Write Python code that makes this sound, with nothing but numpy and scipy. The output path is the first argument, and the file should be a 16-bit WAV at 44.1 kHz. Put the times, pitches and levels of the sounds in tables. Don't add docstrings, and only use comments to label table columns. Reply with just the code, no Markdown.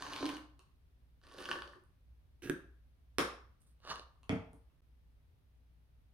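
import sys
import numpy as np
from scipy import signal
from scipy.fft import rfft, irfft
from scipy.io import wavfile

SR = 44100
rng = np.random.default_rng(int(sys.argv[2]) if len(sys.argv) > 2 else 0)


def output_pcm(signal):
    pcm = np.clip(np.atleast_2d(signal).T, -1, 1) * 32767
    wavfile.write(sys.argv[1], SR, np.round(pcm).astype(np.int16))


def invert_db(x):
    u = np.asarray(x, float) / 20
    return 10 ** u


N = 270333

# [t/s, strength level/dB, sharpness/dB (edge crack over wall ring),
# thump/dB (air cavity over strength), struck spot f/Hz]
POUR_KNOCKS = [(0.0231, -30.5, -1.5, -21, 4540), (0.0656, -34.5, -6, -4, 3550),
               (0.1344, -33, 28, -11, 3300), (0.1628, -34.5, 7, -26, 2900), (0.2061, -47, -20, 17.5, 3000),
               (0.2278, -32, -6, 10, 3060), (0.256, -31.5, -2, -25, 4400), (0.2636, -30, 18, -12, 3000),
               (0.2917, -29, 6, -5, 2480), (0.2985, -38, 3, -0.5, 2700), (0.3328, -54, 11, 22, 2700),
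               (0.3686, -36, 9, -23, 2550), (0.3844, -51, -19, 12, 3000), (0.4197, -55, 13, -8, 4300),
               (0.53, -77.5, -10, 22.5, 3000)]
FALL_KNOCKS = [(1.2149, -59, 9.5, -24.5, 4640), (1.2376, -54.5, 8, -3.5, 3400),
               (1.3449, -57.5, -3.5, 14, 3000), (1.3861, -36.5, 12, -26.5, 3240),
               (1.4135, -54.5, 4, 7, 3510), (1.4557, -29, 17.5, -18, 3000),
               (1.4888, -31.5, -12.5, -8, 3010), (1.5136, -23.5, 1.3, -20, 3100),
               (1.5314, -51, 2, -19, 3030), (1.5555, -39, -16, 2.5, 2900), (1.5877, -38.5, 3, -2, 2900),
               (1.6208, -33, 2, -25, 3040), (1.6766, -43.5, 30, -4, 3600), (1.7333, -47.5, -24, -4, 3000)]
PRESS_KNOCKS = [
    (2.4225, -48, 6.5, -7.5, 2590),
    (2.4445, -49.5, 12.5, 5, 2686),
    (2.458, -55.5, 5, 19.5, 2600),
    (2.4749, -37, -17, -3, 2900),
    (2.4915, -56, -3, 19, 3400),
    (2.4972, -24, -4.5, 0.5, 3800),
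    (2.5045, -34, -28, 5.2, 3800),
]
SNAP_KNOCKS = [
    (3.0876, -88, -1.5, -2.5, 2592),
    (3.1832, -39, -7, 9, 2700),
    (3.1841, -16, 3, -7, 2700),
]
CARRY_KNOCKS = [
    (3.8027, -67, 11, 7.5, 3200),
    (3.8507, -52, 9, 9, 3100),
    (3.8745, -43, -4.5, -5, 3000),
    (3.9015, -37, 18, -13, 3700),
    (3.9155, -30, -29, -19, 4300),
    (3.9579, -39.5, 29, -3.5, 3400),
    (3.9956, -43.5, 17, 7, 3700),
]
TABLE_KNOCKS = [
    (4.2936, -34.5, -1, 4.9, 3300),
    (4.325, -39.5, -8, 6.2, 2400),
    (4.5322, -61.5, -23, 3.5, 3600),
]
SETTLING_KNOCKS = [
    (.593, -51.5, -6, -18, 3500),
    (1.7575, -61.5, -7, 13, 4070),
    (4.152, -77, -4, -18, 2950),
    (4.2319, -55, -3.5, -32, 2980),
    (4.7, -66, -17, -18, 3000),
]

# [t/s, level/dB]
POUR_PATTER = [(0.0, -52.5), (0.152, -49), (0.228, -49), (0.356, -54.5), (0.412, -77.5), (0.5, -95)]
FALL_PATTER = [(1.22, -76), (1.238, -61.5), (1.33, -58), (1.42, -46), (1.47, -51.5), (1.52, -43.5),
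               (1.6, -58.5), (1.72, -65), (1.8, -77)]
PRESS_PATTER = [(2.42, -67), (2.435, -54.5), (2.45, -56), (2.47, -57.5), (2.49, -61.5)]
CARRY_PATTER = [(3.8, -87), (3.844, -59.5), (3.886, -48.5), (3.914, -39), (3.93, -47.5), (4.002, -59.5),
                (4.04, -66)]
FINGER_RUB = [(3.6, -87), (3.616, -77), (3.652, -87), (3.674, -75), (3.73, -85)]
# [t/s, level/dB]
FINGER_TICKS = [
    (1.415, -56),
    (1.838, -70),
    (3.606, -70),
    (3.6194, -65),
    (4.5326, -59.5),
]

# [wall/dB, cavity/dB, crack/dB, tick/dB]
POUR_COLOUR = (3, -2, -11.5, -24.5)
FALL_COLOUR = (-2.9, -1, -11, -21)
PRESS_COLOUR = (4, 11.5, -6, -10.5)
CARRY_COLOUR = (-0.4, -11, -11.5, -24.5)
RUB_COLOUR = (-9.5, -16, -16, -1.5)

# [f/Hz, bandwidth/Hz, level/dB]
BOTTLE_TIPPED = [(272, 26, -14.5), (304.8, 6.1, -11.5), (432, 320, -4), (1058, 107, -1.5), (1350, 650, -5),
                 (1530, 134, -7), (1773, 81, -13.5), (2400, 260, -5), (2900, 205, -5.5), (4320, 1220, 5),
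                 (6300, 1300, -1), (8800, 2800, 11.5), (12600, 2300, -5)]
BOTTLE_OPEN = [(340, 22, -8.5), (357, 65, -5), (540, 110, -7.5), (1144, 99, -1), (1491, 60, -4.5),
               (1769, 90, -4.5), (900, 470, -7.5), (2926, 395, -3), (3670, 710, -8.5), (4600, 734, -3),
               (5450, 4000, -6), (9250, 2000, 6.5), (12500, 3000, -8)]
CAP_LOOSE = [(141, 39, -12), (344, 33, 0), (1200, 240, -22), (1620, 120, -1), (1860, 330, -9.5),
             (2590, 560, 2.5), (3600, 1100, -2.5), (5900, 860, -2.5), (8960, 1800, 8), (12400, 3500, -0.5)]
CAP_SHUT = [(109, 95, -14), (187, 230, -9.5), (342, 240, 6.5), (524.5, 150, 2.5), (706, 120, -9),
            (1137, 225, -2.5), (1631, 330, 1.5), (2732, 380, -2), (3800, 790, -4), (5070, 890, 6),
            (6760, 1400, 11.5), (9380, 2200, 13.5), (12800, 4800, -2.5), (15500, 1700, -6.5)]
BOTTLE_SHUT = [(365, 180, -9.5), (580, 280, -1), (1170, 206, 3), (1640, 300, -2), (2900, 200, 0.5),
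               (3640, 270, -2.5), (4380, 460, 2), (5700, 2300, -2), (8930, 1200, 6), (10600, 5400, -9)]
TABLE_MODES = [(97.7, 10.4, 2.5), (174.5, 16, 0.5), (250, 46, 2), (291.5, 37, -1), (455, 27.4, -4.5),
               (570, 54, -15), (632, 49, -8), (854, 180, 2.5), (1360, 740, 8.5), (2400, 760, 12.5),
               (3300, 400, 0), (5250, 2800, 6.5), (9500, 2600, 8)]
FAR_WALL = [(373, 24.5, -6.5), (1090, 136, -3), (1520, 430, -13), (2700, 150, -2.5), (3000, 280, -4),
            (4300, 970, 2), (6300, 1200, 7), (9100, 1900, 8.5)]
FAMILY_EDGES_HZ = (750, 2150, 7000)
# [wall/dB, cavity/dB, crack/dB, tick/dB]
KNOCK_GAIN_DB = (-2.5, 0.69, -1.8, -0.3)
PATTER_GAIN_DB = (-7.5, -4, -1.5, -6.5)

# [f/Hz, T60/s]
ROOM_T60 = [(80, 0.38), (160, 0.35), (400, 0.36), (1000, 0.48), (2500, 0.38), (5000, 0.39), (9000, 0.31),
            (14000, 0.25)]
# [f/Hz, level/dB]
ROOM_LEVEL = [(45, -44.5), (90, -33.5), (250, -29), (1000, -27.5), (3000, -31), (8000, -34), (14000, -30)]
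# [delay t/s, level/dB]
ECHOES = [(.0072, -15), (0.019, -17.5), (0.0248, -20), (.027, -23)]
# [f/Hz, likeness/1]
ROOM_LIKENESS = [(60, 1), (180, 0.96), (550, 0.76), (1650, 0.041), (4970, 0.1), (15000, 0.25)]
# [f/Hz, level/dB per Hz]
AIR_SPECTRUM = [(12, -50), (20, -19.5), (27, -15.5), (43, -11.5), (63, -5), (86, -9.5), (156, -18.5),
                (185, -27), (266, -25), (298, -30.5), (1000, -39), (3550, -44.5), (6590, -52.5),
                (13700, -51), (16700, -58.5)]
# [f/Hz, likeness/1]
AIR_LIKENESS = [(60, 0.61), (180, 0.74), (550, 0.26), (1650, -0.8), (4970, -0.02), (15000, -0.62)]
# [f/Hz, rms level/dB]
HUM_LINES = [
    (30.25, -80.5),
    (48.35, -78),
    (60.5, -68),
]
# [start t/s, end t/s]
DROPOUT_S = (4.8058, 4.8194)

PATTER_PER_S = 1800
CRACK_FOCUS_DB = 13
CONTACT_WIDTH_HZ = 1100
CHATTER_S, CHATTER_LOSS_DB = .0006, 7.5
ECHO_CUT_HZ, CUTOFF_HZ = 4500, 17000
AIR_DB = -67.5
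BEAT_PER_S, BEAT_PEAK_S = 1.75, .474
SECOND_MOTOR_DB = -4
HUM_HZ, HUM_WIDTH_HZ, HUM_NOISE_DB = 60.17, 3, -75.5


def pour_out():
    hits = knocks(POUR_KNOCKS, BOTTLE_TIPPED, scatter_db=2.5, tick_db=-15.5)
    return hits + patter(POUR_PATTER, BOTTLE_TIPPED, POUR_COLOUR, spread_db=3.0)


def fall_back():
    hits = knocks(FALL_KNOCKS, BOTTLE_OPEN, scatter_db=-2.5, tick_db=-19)
    return hits + patter(FALL_PATTER, BOTTLE_OPEN, FALL_COLOUR, spread_db=4.5)


def press_cap():
    clicks = knocks(PRESS_KNOCKS, CAP_LOOSE, scatter_db=0.0, tick_db=-8.5)
    return clicks + patter(PRESS_PATTER, CAP_LOOSE, PRESS_COLOUR, spread_db=1.0)


def snap_cap():
    return knocks(SNAP_KNOCKS, CAP_SHUT, scatter_db=1.92, tick_db=-17.5)


def carry_aside():
    hits = knocks(CARRY_KNOCKS, BOTTLE_SHUT, scatter_db=-1.5, tick_db=-10.5)
    slide = patter(CARRY_PATTER, BOTTLE_SHUT, CARRY_COLOUR, spread_db=0.4)
    rub = patter(FINGER_RUB, BOTTLE_SHUT, RUB_COLOUR, spread_db=1.5)
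    return hits + slide + rub


def set_down():
    return knocks(TABLE_KNOCKS, TABLE_MODES, scatter_db=-1.7, tick_db=-11)


def settle():
    return knocks(SETTLING_KNOCKS, FAR_WALL, scatter_db=-3, tick_db=-9.5)


def finger_ticks():
    s, db = np.transpose(FINGER_TICKS)
    clicks = np.zeros(N)
    clicks[np.round(s * SR).astype(int)] = invert_db(db + 8.5)
    return strike(clicks, hz=9400, width_hz=1600)


def knocks(rows, modes, scatter_db, tick_db):
    s, strength, sharp, thump, spot = np.transpose(rows)
    wall = strength - np.maximum(sharp, 0)
    crack = strength + np.minimum(sharp, 0)
    levels = [wall, strength + thump, crack, crack + tick_db]
    luck = rng.standard_normal((len(s), len(modes)))
    gaps = CHATTER_S * rng.uniform(.5, 1.5, (len(s), 4)) * [0, 1, 1, 1]
    at = np.round((s[:, None] + np.cumsum(gaps, axis=1)) * SR).astype(int)
    out = np.zeros(N)
    for k, (hz, width_hz, level_db) in enumerate(modes):
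        kind = family(hz)
        off_spot_db = CRACK_FOCUS_DB * np.log2(hz / spot) ** 2 * (kind == 2)
        mode_db = levels[kind] + KNOCK_GAIN_DB[kind] + level_db
        size = invert_db(mode_db + scatter_db * luck[:, k] - off_spot_db)
        clicks = np.zeros(N)
        for touch in range(4 if kind > 1 else 1):
            clicks[at[:, touch]] += size * invert_db(-CHATTER_LOSS_DB * touch)
        out += (-1) ** k * strike(clicks, hz, width_hz)
    return out


def patter(rows, modes, colour_db, spread_db):
    s, busy_db = np.transpose(rows)
    first, size = round(s[0] * SR), round((s[-1] - s[0]) * SR)
    tail = SR // 5
    happens = rng.random(size) < PATTER_PER_S / SR
    touches = happens * invert_db(spread_db * np.minimum(rng.exponential(1, size), 4))
    t = s[0] + np.arange(size) / SR
    busy_now_db = np.interp(t, s, busy_db)
    out = np.zeros(size + tail)
    for hz, width_hz, level_db in modes:
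        kind = family(hz)
        clicks = rms_one(touches * rng.standard_normal(size)) * invert_db(busy_now_db + colour_db[kind])
        power_per_click = SR / (4 * np.pi * width_hz)
        gain = invert_db(level_db + PATTER_GAIN_DB[kind]) / np.sqrt(power_per_click)
        out += gain * strike(np.pad(clicks, (0, tail)), hz, width_hz)
    return np.pad(out, (first, N))[:N]


def strike(clicks, hz, width_hz):
    swell_hz = CONTACT_WIDTH_HZ + 2 * width_hz
    contact = ring(clicks, hz, swell_hz) * 2 * np.pi * swell_hz / SR
    return ring(contact, hz, width_hz)


def ring(clicks, hz, width_hz):
    r = np.exp(-np.pi * width_hz / SR)
    w = 2 * np.pi * hz / SR
    return signal.lfilter([0, np.sin(w)], [1, -2 * r * np.cos(w), r * r], clicks + 1e-18)


def family(hz):
    return [1, 0, 2, 3][np.searchsorted(FAMILY_EDGES_HZ, hz)]


def rms_one(x):
    return x / np.sqrt(np.mean(x ** 2) + 1e-20)


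def placed(x, pan_db, lag_samples):
    late = np.interp(np.arange(N) - lag_samples, np.arange(N), x)
    late -= 0.07 * signal.lfilter(*signal.butter(1, 3500, "high", fs=SR), late)
    return np.array([late * invert_db(pan_db / 2), x * invert_db(-pan_db / 2)])


def kitchen(x):
    size = SR
    hz, noise = pair(ROOM_LIKENESS, size)
    coloured = noise * invert_db(at_hz(ROOM_LEVEL, hz))
    t = np.arange(size) / SR
    tail = np.zeros((2, size))
    for centre in 40 * 2 ** np.arange(0, 9, .5):
        octaves_off = np.log2(np.maximum(hz, 1) / centre)
        band = np.clip(1 - np.abs(2 * octaves_off), 0, 1)
        tail += irfft(coloured * band) * invert_db(-60 * t / at_hz(ROOM_T60, centre))
    tail *= np.clip((t - .002) / 0.0039, 0, 1)
    echoes = np.zeros((2, size))
    for lag, level_db in ECHOES:
        arrivals = lag + rng.normal(0, .0002, 2)
        echoes[[0, 1], np.round(arrivals * SR).astype(int)] = invert_db(level_db)
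    tail += signal.lfilter(*signal.butter(1, ECHO_CUT_HZ, fs=SR), echoes)
    return signal.fftconvolve(x[None], tail, axes=1)[:, :N]


def pair(likeness, size):
    hz = np.fft.rfftfreq(size, 1 / SR)
    mid, side = rfft(rng.standard_normal((2, size)))
    alike = np.clip(at_hz(likeness, hz), 0, 1)
    common = np.sqrt((1 + alike) / 2) * mid
    opposed = np.sqrt((1 - alike) / 2) * side * [[1], [-1]]
    return hz, common + opposed


def at_hz(points, hz):
    table_hz, values = np.array(points).T
    return np.interp(np.log(np.maximum(hz, 1)), np.log(table_hz), values)


def fridge():
    t = np.arange(N) / SR - BEAT_PEAK_S
    top_hz, top_db = HUM_LINES[-1]
    second_motor = (top_hz - BEAT_PER_S, top_db + SECOND_MOTOR_DB)
    noise = rng.standard_normal(N + SR)
    rumble = ring(ring(noise, HUM_HZ, HUM_WIDTH_HZ), HUM_HZ, HUM_WIDTH_HZ)[SR:]
    out = invert_db(HUM_NOISE_DB) * rms_one(rumble)
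    for hz, db in [*HUM_LINES, second_motor]:
        out += np.sqrt(2) * invert_db(db) * np.cos(2 * np.pi * hz * t)
    return out


def air():
    hz, noise = pair(AIR_LIKENESS, N)
    return invert_db(AIR_DB) * rms_one(irfft(noise * invert_db(at_hz(AIR_SPECTRUM, hz)), N))


def scene():
    pour, fall = pour_out(), fall_back()
    press, snap = press_cap(), snap_cap()
    carry, table = carry_aside(), set_down()
    settling = settle() + finger_ticks()
    direct = placed(pour, -1.4, 1.51) + placed(fall, -1.9, 1.3)
    direct += placed(press + snap, -4.4, 2.65) + placed(carry, -3.0, 3.78)
    direct += placed(table, -1.9, 9.6) + placed(settling, -2.4, 0.96)
    into_room = invert_db(-2) * pour + invert_db(-3.0) * fall
    into_room += invert_db(-4.0) * press + invert_db(4.5) * snap
    into_room += invert_db(-7.5) * carry + invert_db(1.45) * table + invert_db(3.5) * settling
    return direct + kitchen(into_room) + air() + fridge()


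def top_cut(x):
    return signal.sosfilt(signal.butter(12, 16830, fs=SR, output="sos"), x)


def record(dry):
    x = dry - .5 * signal.lfilter(*signal.iirpeak(7500, 6, fs=SR), dry)
    start, end = [round(s * SR) for s in DROPOUT_S]
    x[:, start:end] *= invert_db(-24)
    x = signal.sosfilt(signal.cheby2(14, 60, CUTOFF_HZ, fs=SR, output="sos"), x)
    return top_cut(x)


dry = scene()
out = record(dry)
output_pcm(out)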